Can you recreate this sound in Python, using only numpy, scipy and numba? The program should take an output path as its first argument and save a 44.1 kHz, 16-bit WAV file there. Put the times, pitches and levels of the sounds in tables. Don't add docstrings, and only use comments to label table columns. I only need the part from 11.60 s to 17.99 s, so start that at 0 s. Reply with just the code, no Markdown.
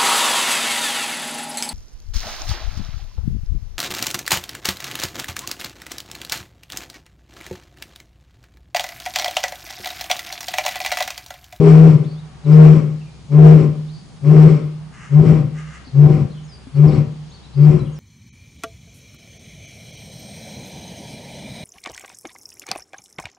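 import sys
import numpy as np
from scipy import signal
from scipy.io import wavfile
from scipy.ndimage import uniform_filter1d
from numba import njit

SR = 44100
rng = np.random.default_rng(int(sys.argv[2]) if len(sys.argv) > 2 else 0)


def how_loud(loudness_db):
    steps = np.asarray(loudness_db, float) / 20
    return 10 ** steps


def transcribe(u):
    v = np.clip(np.atleast_2d(u).T, -1, 1)
    q = np.round(v * 32767).astype(np.int16)
    wavfile.write(sys.argv[1], SR, q)


N = 281799

# [start t/s, voice breaks t/s, folds stop t/s, shelter falls silent t/s, pitch f/Hz]
GRUNTS = [
    (-.1, .3, .5, .66, 158),
    (.825, 1.12, 1.349, 1.47, 155.5),
    (1.68, 1.96, 2.178, 2.37, 155),
    (2.605, 2.88, 3.083, 3.27, 155),
    (3.485, 3.631, 3.921, 4.1, 156),
    (4.315, 4.473, 4.69, 4.88, 150),
    (5.12, 5.284, 5.49, 5.68, 149.5),
    (5.935, 6.12, 6.3, 6.47, 150),
]
# [roughness 0-1, throat ring f/Hz, ring level/dB, starting share of the pitch]
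BREAKS = [(0.499, 405.5, 1.5, 0.92), (0.501, 385, -1.5, 0.96), (.5, 388.6, 0, .94), (0.499, 386, 0, .92),
          (0.701, 383.4, 1.5, .91), (0.702, 374, -1.5, .91), (.7, 384, -1, .94), (.7, 375.4, 1.5, .94)]
# hoot level/dB [as the mouth opens, at full effort, at the break, as the folds stop], growl crest level/dB
EFFORT = [(-11.5, -2.5, -2, -24, -11.5), (-8, 1.5, -3.5, -25, -13.5), (-7.5, -0.5, -5, -22.5, -13),
          (-6.5, -2, -3.5, -24.5, -14), (-5.5, -6, -9, -24.5, -17.5), (-5, -5, -7, -27, -19.5),
          (-7, -5.5, -6.5, -26, -19.5), (-6, -6.5, -6.5, -26, -20.5)]
# [crest t/s, tires t/s, breath level/dB, share of the hoot's fall done halfway to the stop]
FLOW = [(-.04, 0.305, -34, .45), (1.007, 1.167, -35, 0.58), (1.831, 2.047, -36.5, 0.56),
        (2.745, 2.947, -36.5, 0.6), (3.641, 3.795, -39, .25), (4.464, 4.616, -41, .4),
        (5.274, 5.417, -40, .35), (6.074, 6.201, -40.5, 0.29)]
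HUSH_S = .06


def unit(x):
    return x / np.sqrt(np.mean(x ** 2))


def play(tables, column, off):
    t = np.arange(N) / SR
    out = np.full(N, float(off))
    for rows in tables:
        rows = np.array(rows, float)
        on = (t >= rows[0, 0]) & (t <= rows[-1, 0])
        out[on] = np.interp(t[on], rows[:, 0], rows[:, column])
    return out


def gain(tables, column, size):
    return uniform_filter1d(how_loud(play(tables, column, -120)), size)


def walk(rate):
    k = int(SR / rate)
    held = np.repeat(rng.standard_normal(N // k + 1), k)
    return 1.3 * uniform_filter1d(uniform_filter1d(held, k), k)[:N]


def pair(x, pan_db):
    return x * how_loud(np.array([[.5], [-.5]]) * pan_db)


@njit
def svf(x, hz, width):
    y, b, l = np.empty(len(x)), 0., 0.
    g, k = np.tan(np.pi * hz / SR), width / hz
    for i in range(len(x)):
        v = (b + g * (x[i] - l)) / (1 + g * (g + k))
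        b, l, y[i] = 2 * v - b, l + 2 * g * v, k * v
    return y


@njit
def glide(x, hz, width):
    y, b, l = np.empty(len(x)), 0., 0.
    for i in range(len(x)):
        g, k = np.pi * hz[i] / SR, width / hz[i]
        v = (b + g * (x[i] - l)) / (1 + g * (g + k))
        b, l, y[i] = 2 * v - b, l + 2 * g * v, k * v
    return y


def tract(x, modes):
    total = 0
    for k, (hz, width, db) in enumerate(modes):
        mode = svf(svf(x, 1. * hz, 1.88 * width), 1. * hz, 1.88 * width)
        total = total + (-1) ** k * how_loud(db) * mode
    return unit(total)


@njit
def folds(hz, rough, stretch, size):
    pulses, phase, p, k = np.zeros(len(hz) + 1), np.empty(len(hz)), 0., 0
    for i in range(len(hz)):
        step = hz[i] * np.exp(rough[i] * stretch[k]) / SR
        p += step
        if p >= 1:
            p, k = p - 1, k + 1
            a = np.exp(rough[i] * size[k])
            pulses[i] += a * p / step
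            pulses[i + 1] += a * (1 - p / step)
        phase[i] = p
    return pulses[:-1], phase


def air():
    # [f/Hz, level/dB per Hz]
    colour = [(12, -37), (20, -16), (90, -15.5), (160, -0.5), (231, -26), (391, -22.5), (565, -28),
              (884, -24.5), (1420, -32), (4640, -36), (10800, -45), (14000, -77), (22000, -120)]
    # [f/Hz, level/dB]; machine hum at 65 Hz, the shelter's low note and the pane's note ringing
    steady_tones = [(65, -48.5), (156, -55), (760, -67.5)]
    hiss, swell = 0, walk(0.2)
    f, d = np.transpose(colour)
    for hz in 25 * 2 ** np.arange(0, 8.8, .5):
        mid, side = (svf(svf(rng.standard_normal(N), hz, hz / 2), hz, hz / 2) for _ in range(2))
        db = np.interp(np.log(hz), np.log(f), d) + 0.45 * swell + 1.4 * walk(3.8)
        spread = .6 if hz < 3000 else .9 if hz < 6000 else .25
        hiss = hiss + how_loud(db) * (mid + spread * side * np.array([[1], [-1]]))
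    t = np.arange(N) / SR
    hum = sum(how_loud(db + 3 * walk(6)) * np.sin(2 * np.pi * hz * t) for hz, db in steady_tones)
    return unit(hiss) * how_loud(-42) + hum


def notes(rows, bend, flutter):
    edge_db = (-5.5, 0, 0, 0, -5.5)
    return [[(s + u * length, a + c * (b - a), db + e, flutter)
             for u, c, e in zip(np.linspace(0, 1, 5), bend, edge_db)] for s, length, a, b, db in rows]


def birds():
    # [t/s, length/s, from f/Hz, to f/Hz, level/dB]; thin straight glides
    glides = [(.44, .03, 3100, 4550, -56), (.555, 0.049, 3220, 3927, -57.5), (.84, .035, 4240, 3400, -56.5),
              (1.46, .04, 2420, 2400, -59.5), (2.28, .035, 3450, 4500, -58), (4.875, .09, 5400, 4550, -53),
              (5.272, 0.035, 5800, 3500, -48.5), (5.31, .04, 3500, 4645, -52.5),
              (5.7, .025, 6400, 6930, -56.5), (5.812, 0.048, 3280, 4200, -57),
              (6.19, .025, 4080, 3920, -54), (6.352, .04, 5800, 5110, -59)]
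    arches = [
        (4.7, .03, 3580, 4300, -56.5),
        (4.83, 0.032, 5790, 6830, -59),
        (5.71, .068, 3340, 4550, -54),
        (6.32, .032, 5900, 6780, -57.5),
    ]
    trills = [(.475, .075, 4396, 4490, -56.5), (.915, .03, 5350, 5240, -49.5),
              (1.4, .03, 2950, 2608, -58.5), (2.312, .11, 4500, 4610, -54.5),
              (4.245, .055, 4740, 4300, -55.5), (4.73, .08, 3470, 2996, -55), (5.14, .04, 4556, 4080, -59),
              (5.93, .03, 4000, 4800, -54), (5.96, .1, 4780, 4780, -59), (6.24, .06, 3316, 2870, -55)]
    line = np.linspace(0, 1, 5)
    thin, blurred = .01, .05
    song = notes(glides, line, thin) + notes(arches, np.abs(np.sin(np.pi * line)) ** .5, thin)
    song = song + notes(trills, line, blurred)
    hz = play(song, 1, 4000) * (1 + play(song, 3, 0) * walk(400))
    whistle = np.sqrt(2) * np.sin(2 * np.pi * np.cumsum(hz) / SR)
    whistle = whistle * how_loud(2.5 * walk(120)) * gain(song, 2, size=200)
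    echoes = 0.26 * np.roll(whistle, 330) + 0.22 * np.roll(whistle, 710) + 0.12 * np.roll(whistle, 1270)
    return 1.1 * whistle + echoes


def crow():
    # [t/s, length/s, pitch f/Hz, level/dB]
    calls = [
        (3.287, .31, 409.8, -46.5),
        (3.917, .34, 411, -46),
    ]
    # [f/Hz, width/Hz, level/dB]
    beak = [(1220, 230, 0), (1630, 300, -4.5), (1990, 260, 0), (2820, 280, -7), (6450, 1700, -13.5)]
    edge_db = -12.5
    caws = [[(s, .94 * f, db + edge_db), (s + .3 * d, f, db), (s + .73 * d, 1.01 * f, db),
             (s + d, .86 * f, db + edge_db)] for s, d, f, db in calls]
    chance = rng.standard_normal((N // 50, 2)).T
    pulses, phase = folds(play(caws, 1, 400), np.full(N, .3), .14 * chance[0], chance[1])
    hiss = rng.standard_normal(N) * np.exp(-phase / .4)
    return tract(unit(pulses) + 2.0 * hiss, beak) * how_loud(2.5 * walk(30)) * gain(caws, 2, size=441)


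def bumps():
    # [t/s, peak level/dB, f/Hz]
    knocks = [
        (4.272, -34.5, 254),
        (5.07, -31.5, 263.9),
    ]
    t = np.arange(N) / SR
    total = 0
    for s, db, hz in knocks:
        decay = (t > s) * np.exp(-np.abs(t - s) / 0.0156)
        total = total + how_loud(db) * decay * np.sin(2 * np.pi * hz * (t - s))
    return total


@njit
def walls(x, lags, keep, damp):
    line, soft, out = np.zeros((8, 4096)), np.zeros(8), np.zeros((2, len(x)))
    for i in range(len(x)):
        total = 0.
        for k in range(8):
            soft[k] += (1 - damp) * (keep[k] * line[k, (i - lags[k]) & 4095] - soft[k])
            total += soft[k]
            out[k % 2, i] += soft[k]
        for k in range(8):
            line[k, i & 4095] = x[i] + soft[k] - total / 4
    return out


def room(x):
    t60_s = 0.45
    lags = rng.integers(500, 2600, 8)
    return how_loud(-11) * walls(x, lags, how_loud(-60 * lags / SR / t60_s), 0.34)


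def pane(growl):
    freed = np.clip((np.arange(N) / SR - 3.2) / 1.5, 0, 1)
    glass = how_loud(10) * svf(growl, 765., 10.) * freed
    return glass + svf(growl, 317.6, 7.)


def arc(crest_db, late, open_db, tire_db, stop_db):
    curves = []
    for (s, _, b, _, _), (top, tired, _, _), db in zip(GRUNTS, FLOW, crest_db):
        curves.append([(s, db - 45), (s + 0.047, db + open_db), (top + late * (tired - top), db),
                       (tired, db + tire_db), (.5 * (tired + b), db + 0.69 * stop_db),
                       (b, db + stop_db), (b + 0.093, db + stop_db - 21.5)])
    return gain(curves, 1, size=800)


def hoot_shape():
    # [t/s, depth level/dB]
    catches = [(0.325, 8), (.385, 21.5), (.445, 9), (.502, 8), (.612, 10), (1.15, 8.5), (1.21, 6),
               (1.27, 5.5), (1.99, 5.5), (2.156, 7), (2.746, 8.5), (2.892, 6), (2.998, 21), (3.644, 10),
               (3.78, -2), (3.831, 10), (3.905, 14), (4.488, 12.5), (4.548, 1.5), (4.593, 3), (4.685, 16),
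               (4.73, 8), (5.318, 4.5), (5.46, 11), (5.547, 9), (6.13, 6.5), (6.189, 18), (6.217, 6),
               (6.31, 7)]
    swell_s, open_s, tight_s = .03, 0.077, .12
    voice_pan_db, stop_pan_db, ring_pan_db = 6.5, 4.5, -10.5
    pitch, level, side = [], [], []
    for (s, a, b, end, f), (opened, full, broke, stop, _), (rough, _, _, low), (_, tired, _, fall) in zip(
            GRUNTS, EFFORT, BREAKS, FLOW):
        note = f + .6 * (155.6 - f)
        sagged = f * (1 - .1 * rough ** 2)
        pitch.append([(s, f * low), (s + swell_s, f * low), (s + tight_s, f), (tired, f),
                      (tired + .045, sagged), (b, note), (end + HUSH_S, note)])
        level.append([(s, opened - 45), (s + swell_s, opened - 14), (s + open_s, opened),
                      ((s + open_s + a) / 2, full), (a, broke), ((a + b) / 2, broke + fall * (stop - broke)),
                      (b, stop), (end, stop - 11.5), (end + HUSH_S, stop - 35)])
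        side.append([(s, voice_pan_db), (b - .13, voice_pan_db), (b, stop_pan_db), (end + HUSH_S, ring_pan_db)])
    t = np.arange(N) / SR
    dips = sum(db * np.exp(-((t - s) / .014) ** 2) for s, db in catches)
    hz = uniform_filter1d(play(pitch, 1, 150), size=882)
    return hz, gain(level, 1, size=400) * how_loud(-dips), play(side, 1, 0)


def fold_shape():
    # t/s, roughness, throat ring f/Hz, ring level/dB, pitch share
    shape = []
    for (s, a, b, end, _), (r, f, db, _) in zip(GRUNTS, BREAKS):
        shape.append([(s, .06, f, db - 21.5, .96), (s + .04, .06, f, db - 8, .96), (s + .11, .17, f, db, 1.0),
                      (a - .045, .3, f, db, 1.0), (a - .015, r, f, db, 1.0), (b, r, .95 * f, db - 13.0, .9),
                      (b + 0.032, .1, f, db - 18.5, .9), (end + HUSH_S, .1, f, db - 24, .9)])
    return play(shape, 1, 0), play(shape, 2, 260), play(shape, 3, 0), play(shape, 4, 1)


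def hoot_voice(hz, share, rough, pulses):
    # [f/Hz, width/Hz, level/dB]
    chest = [(66.4, 33.4, -3), (116.6, 27.8, 1.5), (191.5, 54, -11)]
    sway = share ** .12 + 0.015 * rough * walk(45)
    tone = np.sqrt(2) * np.sin(2 * np.pi * np.cumsum(hz * sway) / SR) * how_loud(1.5 * rough * walk(70))
    return tone + rough ** 2 * tract(pulses, chest)


def growl_voice(pulses, phase, rough, ring_hz, ring_db):
    # [f/Hz, width/Hz, level/dB]
    throat = [(68.6, 120, -15), (118, 34, 1.5), (208.4, 39, 7), (348, 79, -3.5), (459, 180, -2),
              (548.6, 153, -3.5), (774.6, 28, -13), (1044, 107, -19)]
    rasp = rng.standard_normal(N) * (.08 + rough) * (.6 + np.exp(-phase / .5))
    ring = unit(glide(glide(rng.standard_normal(N), ring_hz, 40.), ring_hz, 40.))
    growl = tract(unit(pulses) + 0.86 * rasp, throat) + how_loud(ring_db) * ring
    crest_db = np.array(EFFORT)[:, 4]
    return growl * how_loud(-4.5) * arc(crest_db, late=.1, open_db=-6.5, tire_db=-6.5, stop_db=-27.5)


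def breath_voice(phase):
    # [f/Hz, width/Hz, level/dB]
    mouth = [(1170, 230, 3.5), (2244, 466, -4), (3210, 560, -14.5), (4300, 540, -15.5), (5460, 610, -14),
             (7670, 1100, -20), (10600, 1000, -31.5)]
    gate = (1.4 + np.exp(-phase / 0.32)) * how_loud(1.3 * walk(25))
    hiss = np.array([tract(gate * rng.standard_normal(N), mouth) for _ in range(3)])
    breath = (hiss[0] + 0.75 * hiss[1:]) * how_loud(-1.0)
    return breath * arc(np.array(FLOW)[:, 2], late=.4, open_db=-9, tire_db=-5.5, stop_db=-24.5)


def lion():
    hz, loud, pan_db = hoot_shape()
    rough, ring_hz, ring_db, share = fold_shape()
    chance = rng.standard_normal((N // 50, 2)).T
    pulses, phase = folds(hz * share, rough, .16 * chance[0], .35 * chance[1])
    hoot = pair(hoot_voice(hz, share, rough, pulses) * loud, pan_db)
    return hoot, growl_voice(pulses, phase, rough, ring_hz, ring_db), breath_voice(phase)


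def scene():
    hoot, growl, breath = lion()
    outside = birds() + crow()
    reverb = room(growl + breath[0] + 1.6 * outside)
    shelter = growl + pane(growl) + bumps() + reverb
    return hoot + pair(shelter, 5.4) + pair(breath, 6.5) + pair(outside, 0.3) + pair(air(), 0.7)


def band_limit(x):
    return signal.sosfilt(signal.butter(12, 15800, fs=SR, output="sos"), x)


def record(dry):
    cut = signal.sosfilt(signal.ellip(10, .2, 75, 10900, fs=SR, output="sos"), dry)
    return band_limit(np.clip(cut, -.995, .995))


dry = scene()
out = record(dry)
transcribe(out)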